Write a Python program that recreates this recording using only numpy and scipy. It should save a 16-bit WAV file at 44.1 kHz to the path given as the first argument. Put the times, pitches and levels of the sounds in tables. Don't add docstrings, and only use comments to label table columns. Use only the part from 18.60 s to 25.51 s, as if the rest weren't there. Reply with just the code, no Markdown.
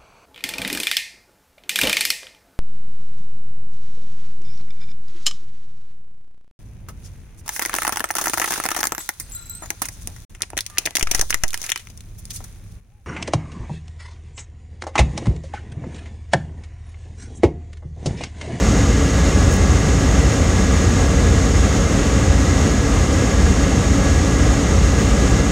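import sys
import numpy as np
from scipy import signal
from scipy.fft import rfft, irfft
from scipy.io import wavfile

SR = 44100
rng = np.random.default_rng(int(sys.argv[2]) if len(sys.argv) > 2 else 0)


def wrap_up_sound(samples):
    columns = np.atleast_2d(samples).T
    tamed = np.clip(columns, -1, 1)
    steps = np.round(tamed * 32767).astype(np.int16)
    wavfile.write(sys.argv[1], SR, steps)


N = 304731


def from_db(db):
    return 10 ** (np.asarray(db) / 20)


def rms_one(x):
    return x / np.sqrt(np.mean(x ** 2) + 1e-20)


def drift(rate_hz):
    run_in = 2 * SR
    pole = np.exp(-2 * np.pi * rate_hz / SR)
    noise = rng.standard_normal(N + run_in)
    slow = signal.lfilter([1], [1, -2 * pole, pole * pole], noise)
    return rms_one(slow[run_in:])


def bell(hz, width_hz, db):
    root_gain = from_db(db / 2)
    w = 2 * np.pi * hz / SR
    alpha = np.sin(w) * width_hz / (2 * hz)
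    middle = -2 * np.cos(w)
    zeros = [1 + alpha * root_gain, middle, 1 - alpha * root_gain]
    poles = [1 + alpha / root_gain, middle, 1 - alpha / root_gain]
    return np.array(zeros + poles) / poles[0]


def hum(turn_hz, orders, waver):
    turns = np.cumsum(turn_hz * (1 + waver * drift(0.49))) / SR
    out = np.zeros(N)
    for multiple, level_db in orders:
        phase = multiple * turns + rng.random()
        out += np.sqrt(2) * from_db(level_db) * np.sin(2 * np.pi * phase)
    return out


def cabin(x):
    t60_s, tail_db = 0.05, -17
    t = np.arange(SR // 5) / SR
    tail = rng.standard_normal(len(t)) * from_db(-60 * t / t60_s)
    upper = signal.butter(2, 2500, "high", fs=SR, output="sos")
    tail = signal.sosfilt(upper, tail)
    tail = tail / np.sqrt(np.sum(tail ** 2))
    return x + from_db(tail_db) * signal.fftconvolve(x, tail)[:N]


def hiss():
    low_hz, level_db = 12500, -50
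    at_s, hold_s = 6.402, 0.03
    rise_s, fall_s = 0.025, 0.065
    t = np.arange(N) / SR - at_s
    high_pass = signal.butter(4, low_hz, "high", fs=SR, output="sos")
    bright = rms_one(signal.sosfilt(high_pass, rng.standard_normal(N)))
    outside = np.maximum(-t / rise_s, (t - hold_s) / fall_s)
    under_db = 14 * np.maximum(outside, 0)
    return from_db(level_db - under_db) * bright


def cup():
    # start_s, level_db
    clear_cracks = [(.9153, -37), (.9206, -35), (.9272, -32), (.9370, -35), (.9408, -30), (.9627, -39),
                    (.9666, -37)]
    # pitch_hz, level_db (added to the crack's), t60_s
    plastic_modes = [(7000, 6, .005), (8700, 5, .004), (10900, 1, .006), (12700, -1, .004),
                     (14200, -1, .004), (15400, -7, .003)]
    small_count, from_s, to_s, small_db = 14, 0.912, 0.972, -47
    draws = rng.uniform((from_s, -4), (to_s, 4), (small_count, 2))
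    small_cracks = [(start_s, small_db + db) for start_s, db in draws]
    out = np.zeros(N)
    t = np.arange(SR // 50) / SR
    for start_s, crack_db in list(clear_cracks) + small_cracks:
        at = round(start_s * SR)
        for hz, mode_db, t60_s in plastic_modes:
            uneven_db = rng.normal(0, 2.8)
            envelope = from_db(crack_db + mode_db + uneven_db - 60 * t / t60_s)
            out[at:at + len(t)] += envelope * np.sin(2 * np.pi * hz * t)
    return out


def engine():
    firing_hz = 29.97
    dip_at_s, dip_length_s, dip_depth_db = 4.45, 0.17, -8
    # multiple of the firing rate, level_db (rms, outside the dip)
    firing_orders = [(1, -29), (2, -21)]
    t = np.arange(N) / SR
    dip_db = dip_depth_db * np.exp(-((t - dip_at_s) / dip_length_s) ** 2)
    return from_db(dip_db) * hum(firing_hz, firing_orders, waver=0.0025)


def fan():
    shaft_hz = 45.78
    # multiple of the shaft speed, level_db (rms)
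    shaft_orders = [(1, -26.5), (4, -34.5), (5, -35), (6, -35.5), (9, -43), (12, -41.5), (13, -66),
                    (16, -47)]
    return hum(shaft_hz, shaft_orders, waver=0.00059)


def whistles():
    # pitch_hz, width_hz, level_db (rms, before the swing)
    vent_tones = [(1676, 30, -42.5), (2116, 13, -49)]
    swing_db = 1.5
    out = np.zeros(N)
    for hz, width_hz, level_db in vent_tones:
        edges_hz = [hz - width_hz / 2, hz + width_hz / 2]
        band = signal.butter(2, edges_hz, "band", fs=SR, output="sos")
        tone = rms_one(signal.sosfilt(band, rng.standard_normal(N)))
        out += from_db(level_db + swing_db * drift(0.56)) * tone
    return out


def air():
    # (per Hz, relative)
    turbulence = [(30, -21), (50, -7), (95, -6), (130, -11), (290, -14.5), (330, -19.5), (600, -24.5),
                  (950, -31.5), (2100, -33), (2300, -35.5), (4900, -41), (7600, -40.5), (10000, -52.5),
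                  (12000, -60.5), (14000, -62), (16000, -68)]
    # pitch_hz, width_hz, gain_db
    cabin_modes = [(67.7, 2.9, -2.5), (82, 21.3, 6), (98.3, 11.6, -7.5), (113.7, 10, 3.5), (129.8, 9.5, -7),
                   (145.6, 17, 1.5), (174, 13, -4), (234.8, 12.5, -6.5), (191, 35, 3), (278.3, 15, 4.5)]
    # pitch_hz, width_hz, gain_db
    duct_modes = [(464, 47, 5), (546, 19, 5), (598, 15, -2.5), (707, 28, -5), (747, 110, 3), (1163, 140, 5),
                  (972, 40, -2), (1275, 27, -4.5), (1289, 97, 5), (1580, 40, -4), (1659, 63, 7.5),
                  (1760, 76, -4), (1845, 50, 2), (1905, 30, -1), (1960, 90, 5), (2026, 48, -2.5),
                  (2095, 62, 4.5), (2195, 60, -4), (2450, 36, -3.5), (2750, 70, 4.5), (2810, 60, -2.5),
                  (3560, 85, 3.5), (5320, 330, 4), (5900, 280, 2.5), (6560, 200, 3), (6840, 200, 3),
                  (7500, 100, -2.5), (7100, 220, -2.5), (8500, 410, 1.5), (11050, 300, 3)]
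    level_db = -14.5
    flutter_db, flutter_hz = 0.47, 9.6
    vent_hz, vent_flutter_db = 4020, 0.09

    hz = np.maximum(np.arange(N // 2 + 1) * SR / N, 1)
    knots_hz, knots_db = np.transpose(turbulence)
    tilt_db = np.interp(np.log(hz), np.log(knots_hz), knots_db)
    tilted = rfft(rng.standard_normal(N)) * from_db(tilt_db)
    jets = irfft(tilted * hz ** 4 / (hz ** 4 + vent_hz ** 4), N)
    jet_change = from_db(vent_flutter_db * drift(20)) - 1
    rush = irfft(tilted, N) + jets * jet_change
    rush = rush * from_db(flutter_db * drift(flutter_hz))
    resonances = [bell(*mode) for mode in list(duct_modes) + list(cabin_modes)]
    return from_db(level_db) * rms_one(signal.sosfilt(resonances, rush))


def scene():
    in_cabin = cabin(air() + cup() + hiss())
    mono = in_cabin + whistles() + fan() + engine()
    return np.tile(mono, (2, 1))


def record(dry):
    port_hz, port_width_hz, port_db = 6664, 1380, 8
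    bass_cut_hz, top_cut_hz = 39, 15740
    x = signal.sosfilt([bell(port_hz, port_width_hz, port_db)], dry)
    bass_cut = signal.butter(8, bass_cut_hz, "high", fs=SR, output="sos")
    x = signal.sosfilt(bass_cut, x)
    x = 2.2 * np.tanh(x / 2.2)
    top_cut = signal.ellip(11, 0.3, 55, top_cut_hz, fs=SR, output="sos")
    return signal.sosfilt(top_cut, x)


dry = scene()
out = record(dry)
wrap_up_sound(out)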